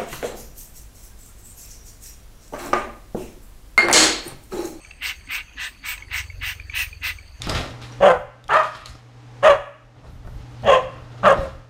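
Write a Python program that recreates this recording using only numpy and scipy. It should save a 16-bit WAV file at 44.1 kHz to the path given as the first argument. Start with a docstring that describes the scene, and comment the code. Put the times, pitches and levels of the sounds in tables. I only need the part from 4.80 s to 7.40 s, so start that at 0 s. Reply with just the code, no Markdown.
"""Ticks of a plastic trigger are heard at once, over insects, garden air and the throb of a far engine.
A spray bottle is pumped eight times in a wooded garden, with ticks before, between and after the strokes.
On each stroke the piston slips and rubs, ringing the hollow pump head, and shaped noise hisses and whistles
as mist. Ticks are short rings, gurgles and a faint rustle are resonant grains; trunks and ground echo
the bottle. Insects are narrow throbbing noise, the engine is five wavering sine orders."""
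import sys
import numpy as np
from scipy import signal
from scipy.io import wavfile

SR = 44100
rng = np.random.default_rng(int(sys.argv[2]) if len(sys.argv) > 2 else 0)


def ratio(d):
    """dB to gain"""
    e = np.asarray(d, float) / 20
    return 10 ** e


def wrap_up_sound(samples):
    """Save the sound to the file named by the first command line argument, as 16-bit audio."""
    columns = np.atleast_2d(samples).T
    # keep every value between -1 and 1, then stretch to whole-number steps
    tamed = np.clip(columns, -1, 1)
    steps = np.round(tamed * 32767).astype(np.int16)
    wavfile.write(sys.argv[1], SR, steps)


N = 114660


def rms_one(x):
    """Scale to rms 1."""
    return x / np.sqrt(np.mean(x ** 2) + 1e-20)


def in_time(rows):
    """Columns after the first (seconds), joined by straight lines over the scene."""
    seconds, *columns = np.transpose(rows)
    return [np.interp(np.arange(N) / SR, seconds, column) for column in columns]


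def drift(rate_hz):
    """Random wander of rms 1: noise smoothed by two equal low-pass poles at rate_hz."""
    every = 40  # samples between drawn points
    settle = 2000  # points dropped while the filter settles
    r = np.exp(-2 * np.pi * rate_hz * every / SR)
    points = rng.standard_normal(N // every + settle + 2)
    slow = signal.lfilter([1], [1, -2 * r, r * r], points)[settle:]
    return np.interp(np.arange(N) / every, np.arange(len(slow)), rms_one(slow))


def resonate(x, hz, width_hz):
    """Two-pole resonance with gain of about 1 at its peak."""
    r = np.exp(-np.pi * width_hz / SR)
    feedback = [1, -2 * r * np.cos(2 * np.pi * hz / SR), r * r]
    return signal.lfilter([(1 - r * r) / 2, 0, (r * r - 1) / 2], feedback, x + 1e-18)


def twice(x, hz, width_hz):
    """The same resonance applied twice, for steeper skirts."""
    return resonate(resonate(x, hz, width_hz), hz, width_hz)


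def butter(x, order, hz, kind):
    """Butterworth filter."""
    return signal.sosfilt(signal.butter(order, hz, kind, fs=SR, output="sos"), x)


def coloured(spectrum, patchy_db):
    """Third-octave bands of noise, each with its own level and flicker; rms 1."""
    out = 0
    edges = 20 * 2 ** np.arange(0, 9.9, 1 / 3)
    white = rng.standard_normal((2, N))  # neighbouring bands take separate noises
    table_hz, table_db = np.transpose(spectrum)
    for k, (low, high) in enumerate(zip(edges, edges[1:])):
        band = butter(white[k % 2], 2, [low, high], "band")
        band_db = np.interp(np.log(low * high) / 2, np.log(table_hz), table_db)
        out = out + band * ratio(band_db + patchy_db * drift(8.1))
    return rms_one(out)


# Trigger strokes close to the microphone. Each row: start in seconds, length in seconds, rasp level in dB,
# lower and upper resonance in Hz, upper over lower resonance in dB, peak of the bottle thump in dB.
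PISTON_STROKES = [(0.208, 0.13, -28, 2118, 2790, -1.5, -56.5), (.49, 0.13, -27, 2174, 2610, 0, -47.5),
                  (0.767, 0.13, -30.5, 1850, 2600, -1.5, -48.5), (1.03, 0.13, -30.5, 2270, 2790, -8.5, -52),
                  (1.302, .125, -27.5, 2110, 2693, -3.5, -55.5), (1.61, 0.13, -28, 2067, 2727, -0.5, -50),
                  (1.928, 0.13, -25, 1890, 2576, 5, -58.5), (2.219, 0.11, -27, 2045, 2600, 0, -53.5)]
# Other resonances of the hollow pump head. Each row: centre in Hz, width in Hz, level in dB.
HEAD_RESONANCES = [(955, 770, -16.5), (1310, 240, -12), (1600, 450, -9), (3730, 1750, -18)]


def piston():
    """The seal slips in dense uneven jerks over a rubbing noise; the pump head rings, the bottle thumps."""
    slips_per_s, slip_spread_db = 500, 2.5
    rub_db, rasp_swell_db = 4, 1.2  # rub relative to the slips
    lower_width_hz, upper_width_hz, head_low_cut_hz = 380, 480, 760
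    rise_s, fall_s, tail_s, tail_db = 0.022, 0.029, 0.074, -35
    thump_hz, thump_lead_s, thump_s = 270, 0.015, 0.008

    t, out = np.arange(N) / SR, np.zeros(N)
    slip_size = ratio(slip_spread_db * np.minimum(rng.exponential(1, N), 3))
    slip_happens = rng.random(N) < slips_per_s / SR
    slips = slip_size * rng.choice([-1, 1], N) * slip_happens
    force = rms_one(slips) + ratio(rub_db) * rng.standard_normal(N)
    force = force * ratio(rasp_swell_db * drift(45))
    for start, length, db, low_hz, high_hz, high_db, thump_db in PISTON_STROKES:
        span = slice(int((start - 0.06) * SR), int((start + length + 0.2) * SR))
        u = t[span] - start
        push_force = force[span]
        body = ratio(high_db) * twice(push_force, high_hz, upper_width_hz)
        body = body - twice(push_force, low_hz, lower_width_hz)
        for k, (hz, width_hz, head_db) in enumerate(HEAD_RESONANCES):
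            body = body + (-1) ** k * ratio(head_db) * twice(push_force, hz, width_hz)
        body = butter(body, 2, head_low_cut_hz, "high")

        # S-shaped onset and release, with a faint dying tail
        rise = 1 / (1 + np.exp(-(u - rise_s / 2) / (rise_s / 4)))
        fall = 1 / (1 + np.exp((u - length + fall_s / 2) / (fall_s / 4)))
        tail = ratio(tail_db) * np.exp(-np.maximum(u - length, 0) / tail_s)
        out[span] += ratio(db) * rise * (fall + tail) * rms_one(body)

        push = np.maximum(u + thump_lead_s, 0) / thump_s
        thump_shape = np.e * push * np.exp(-push)  # crest of 1
        out[span] += ratio(thump_db) * thump_shape * np.sin(2 * np.pi * thump_hz * u)
    return out


# Spurts of mist from the nozzle. Each row: start in seconds, length in seconds, hiss level in dB,
# whistle level in dB, whistle pitch in Hz, extra treble of the hiss in dB.
MIST_SPURTS = [(0.216, 0.11, -32.5, -43.5, 8300, 0), (0.499, 0.1, -34.5, -44, 8260, 0.5),
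               (0.787, 0.12, -35, -45.5, 8300, -4.5), (1.042, 0.12, -36, -39, 8090, 4),
               (1.319, 0.11, -37, -42, 8120, 3.5), (1.616, 0.13, -35, -46, 8460, -1.5),
               (1.94, 0.12, -30.5, -38.5, 8920, 5.5), (2.225, 0.1, -31.5, -45, 8570, -4)]
# Colour of the hiss. Each row: frequency in Hz, relative density in dB per Hz.
MIST_COLOUR = [(1500, 0), (3000, 20), (4500, 16.5), (6300, 15), (7300, 7), (9000, 2), (10400, -76),
               (12000, -65.5), (13500, 7.5), (15000, 15.5), (16500, -3)]


def mist():
    """Pressure builds to a crest and sags; the jet hisses brightly and whistles faintly."""
    crest_share, edge_db = 0.48, -17  # place of the crest in the spurt; level at its edges
    open_s, tail_s, whistle_width_hz = 0.014, 0.032, 1050
    bandstop_hz, bandstop_width_hz, treble_hz = 10400, 1500, 11500

    t, out = np.arange(N) / SR, np.zeros(N)
    hiss, white = coloured(MIST_COLOUR, patchy_db=3.0), rng.standard_normal(N)
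    # a band-stop leaves a hole in what is heard around 10.4 kHz; it is no trait of the spray
    hole_edges = [bandstop_hz - bandstop_width_hz / 2, bandstop_hz + bandstop_width_hz / 2]
    hiss = butter(hiss, 2, hole_edges, "bandstop")
    treble = butter(hiss, 4, treble_hz, "high")
    low = butter(hiss, 4, treble_hz, "low")
    for start, length, hiss_db, whistle_db, hz, treble_db in MIST_SPURTS:
        u, crest = t - start, crest_share * length
        building = (1 - u / crest) ** 2
        sagging = ((u - crest) / (length - crest)) ** 2
        arch_db = edge_db * np.where(u < crest, building, sagging).clip(0, 1)
        gate = np.clip(u / open_s, 0, 1) * np.exp(-np.maximum(u - length, 0) / tail_s)
        spray = ratio(hiss_db + arch_db) * (low + ratio(treble_db) * treble)
        whistle = rms_one(twice(white, hz, whistle_width_hz))
        out += gate * (spray + ratio(whistle_db + 0.76 * arch_db) * whistle)
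    return out


# Ticks of the trigger, close by. Each row: time of the crest in seconds, peak of the ring in dB,
# ring pitch in Hz, crack relative to the ring in dB.
TRIGGER_TICKS = [(0.0499, -34, 2336, -11), (0.11, -36.5, 2666, -9), (0.1129, -35, 2600, -6.5),
                 (0.412, -43.5, 2250, -19), (0.4745, -40, 2160, -5), (0.6834, -43.5, 2550, -13),
                 (0.6955, -43.5, 2460, -13), (0.7354, -45.5, 2845, -14), (0.9492, -42.5, 2490, -9),
                 (1.1796, -34, 2560, -4), (1.2249, -28.5, 2180, -25), (1.285, -41, 1950, -15),
                 (1.4408, -38, 2180, -2), (1.502, -29.5, 2200, -20), (1.8003, -29, 2384, -13),
                 (1.8991, -24.5, 2333, -15.5), (2.0664, -34.5, 2315, -7.5), (2.1304, -30, 2450, -16),
                 (2.388, -33, 2320, -33)]


def trigger():
    """As the trigger springs back, each tick swells into a short plastic ring with a crack and one bounce."""
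    rise_s, bounce_s, bounce_db = 0.0028, 0.024, -14
    u = np.arange(int(0.04 * SR)) / SR
    out = np.zeros(N + SR)
    shape = (u / rise_s) ** 2 * np.exp(2 - 2 * u / rise_s)  # crest of 1 at rise_s
    for crest_s, db, hz, crack_db in TRIGGER_TICKS:
        crack = rms_one(twice(rng.standard_normal(len(u)), 2000, 1800))
        ring = np.sin(2 * np.pi * hz * u)
        tick = ratio(db) * shape * (ring + ratio(crack_db) * shape * crack)
        for lag_s, gain in ((0, 1), (bounce_s, ratio(bounce_db))):
            i = int((crest_s - rise_s + lag_s) * SR)
            out[i:i + len(u)] += gain * tick
    return out[:N]


# Gurgles in the bottle as the pump refills, and a faint creaking rustle in the row at 0.62 s.
# Each row: start in seconds, length in seconds, level in dB.
GURGLES_AND_RUSTLE = [(1.13, .14, -49), (2.05, .07, -52), (.34, .13, -58), (1.42, .07, -54), (.89, .1, -58),
                      (.62, .16, -57), (1.72, .13, -56), (2.32, .11, -58), (.0, .13, -58), (1.9, .04, -52),
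                      (.46, .05, -52)]


def gurgle_and_rustle():
    """Small bubbles of many pitches burst as liquid is drawn up; the same grains make the faint rustle."""
    grains_per_s, low_hz, high_hz = 2500, 900, 3100
    relative_width = 0.15  # resonance width over pitch
    t = np.arange(N) / SR
    born = rng.standard_normal(N) * (rng.random(N) < grains_per_s / SR)
    pitches = np.geomspace(low_hz, high_hz, num=12)
    dealt = rng.integers(0, 12, N)  # which pitch a grain gets
    grains = sum(twice(born * (dealt == k), hz, relative_width * hz) for k, hz in enumerate(pitches))
    level = 0
    for start, length, db in GURGLES_AND_RUSTLE:
        level = level + ratio(db) * np.sin(np.pi * np.clip((t - start) / length, 0, 1))
    return rms_one(grains) * level


# Echoes off trunks and ground. Each row: delay in seconds, level in dB before the softening filter.
GARDEN_ECHOES = [(.004, -10), (.013, -17), (.027, -21), (.046, -24)]


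def garden_echoes(bottle):
    """Trunks and ground return delayed copies of the bottle, with softened treble."""
    echoes = sum(ratio(db) * np.pad(bottle, (int(s * SR), 0))[:N] for s, db in GARDEN_ECHOES)
    return signal.lfilter([0.6], [1, -0.4], echoes)


# Far insect choruses. Each row: centre in Hz, width in Hz, level in dB before throbbing,
# rate of the irregular throb in Hz, throb depth from 0 to 1.
INSECT_CHORUSES = [(2600, 230, -62.5, 75, 1), (4510, 300, -60.5, 67, 0.5), (6353, 630, -60.5, 13, 0.5)]
# A nearer cricket. Each row: time in seconds, level in dB before the trill.
CRICKET_LEVEL = [(0, -54), (.2, -63), (.48, -61.5), (.52, -89), (2.05, -70), (2.09, -57), (2.2, -69),
                 (2.35, -57), (2.55, -70), (2.6, -80)]


def insects():
    """Far choruses are narrow throbbing noise; one cricket trills a thin high note."""
    cricket_hz, cricket_width_hz, pulses_per_s = 8230, 130, 55
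    out = 0
    for hz, width_hz, db, rate_hz, depth in INSECT_CHORUSES:
        throb = 1 + depth * np.tanh(drift(rate_hz))
        swell = 1 + np.tanh(drift(3)) / 2
        out = out + ratio(db) * throb * swell * rms_one(twice(rng.standard_normal(N), hz, width_hz))
    phase = 2 * np.pi * np.cumsum(pulses_per_s * (1 + 0.15 * drift(1.7))) / SR
    trill = 0.7 + 0.3 * np.sin(phase)
    note = rms_one(twice(rng.standard_normal(N), cricket_hz, cricket_width_hz))
    return out + ratio(in_time(CRICKET_LEVEL)[0]) * note * trill


# The far engine. Each row: time in seconds, firing rate in Hz, rms levels of orders 2, 3 and 4 in dB.
ENGINE_ORDERS = [(0.0, 25.1, -59, -70, -60), (0.06, 24.0, -47, -72, -60), (0.11, 23.85, -51.5, -81, -51),
                 (0.34, 24.17, -58, -68, -74), (0.48, 23.78, -66, -60, -60), (0.67, 23.7, -56, -61.5, -74),
                 (0.81, 24.65, -54.5, -76, -63), (1.2, 24.95, -46, -65, -57), (1.3, 23.75, -45, -44, -46.5),
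                 (1.43, 21.44, -53.5, -38.5, -42), (1.6, 22.83, -37, -50.5, -40.5),
                 (1.82, 22.51, -54, -41, -45), (2.01, 22.5, -42, -43, -48), (2.32, 20.53, -60, -47.5, -43),
                 (2.54, 21, -48.5, -49, -55), (2.6, 21.36, -64, -49, -53)]


def engine():
    """Orders 1 to 5 of a slow single-cylinder engine's firing rate, each wavering a little."""
    first_db, fifth_db, waver_db = -8.5, -10, 1  # order 1 relative to order 2, order 5 relative to order 4
    hz, second, third, fourth = in_time(ENGINE_ORDERS)
    phase = 2 * np.pi * np.cumsum(hz) / SR
    out = 0
    for order, db in enumerate((second + first_db, second, third, fourth, fourth + fifth_db), start=1):
        level = np.sqrt(2) * ratio(db + waver_db * drift(9.7))  # rms to peak
        out = out + level * np.sin(order * phase)
    return out


# Colour of the garden air. Each row: frequency in Hz, relative density in dB per Hz.
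AIR_COLOUR = [(12, -32), (20, 6), (53, 6), (163, -13), (1150, -22.5), (2530, -16.5), (3340, -27),
              (4540, -30), (5380, -101), (6360, -31), (14700, -39.5), (16000, -58)]


def garden_air():
    """Broad, mostly low noise of the open garden, flickering band by band."""
    return ratio(-47) * coloured(AIR_COLOUR, patchy_db=3)


def scene():
    """The bottle close by with its echoes, then insects, engine and air behind it."""
    bottle = piston() + mist() + trigger() + gurgle_and_rustle()
    background = insects() + engine() + garden_air()
    return (bottle + garden_echoes(bottle) + background)[None]


def roll_off(x):
    """The treble ends steeply here."""
    return signal.sosfilt(signal.butter(12, 16490, fs=SR, output="sos"), x)


def record(dry):
    """The microphone's range ends steeply near 16 kHz: 60 dB down from 16150 Hz upward."""
    heard = signal.sosfilt(signal.cheby2(16, 60, 16150, fs=SR, output="sos"), dry)
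    return roll_off(heard)


dry = scene()
out = record(dry)
wrap_up_sound(out)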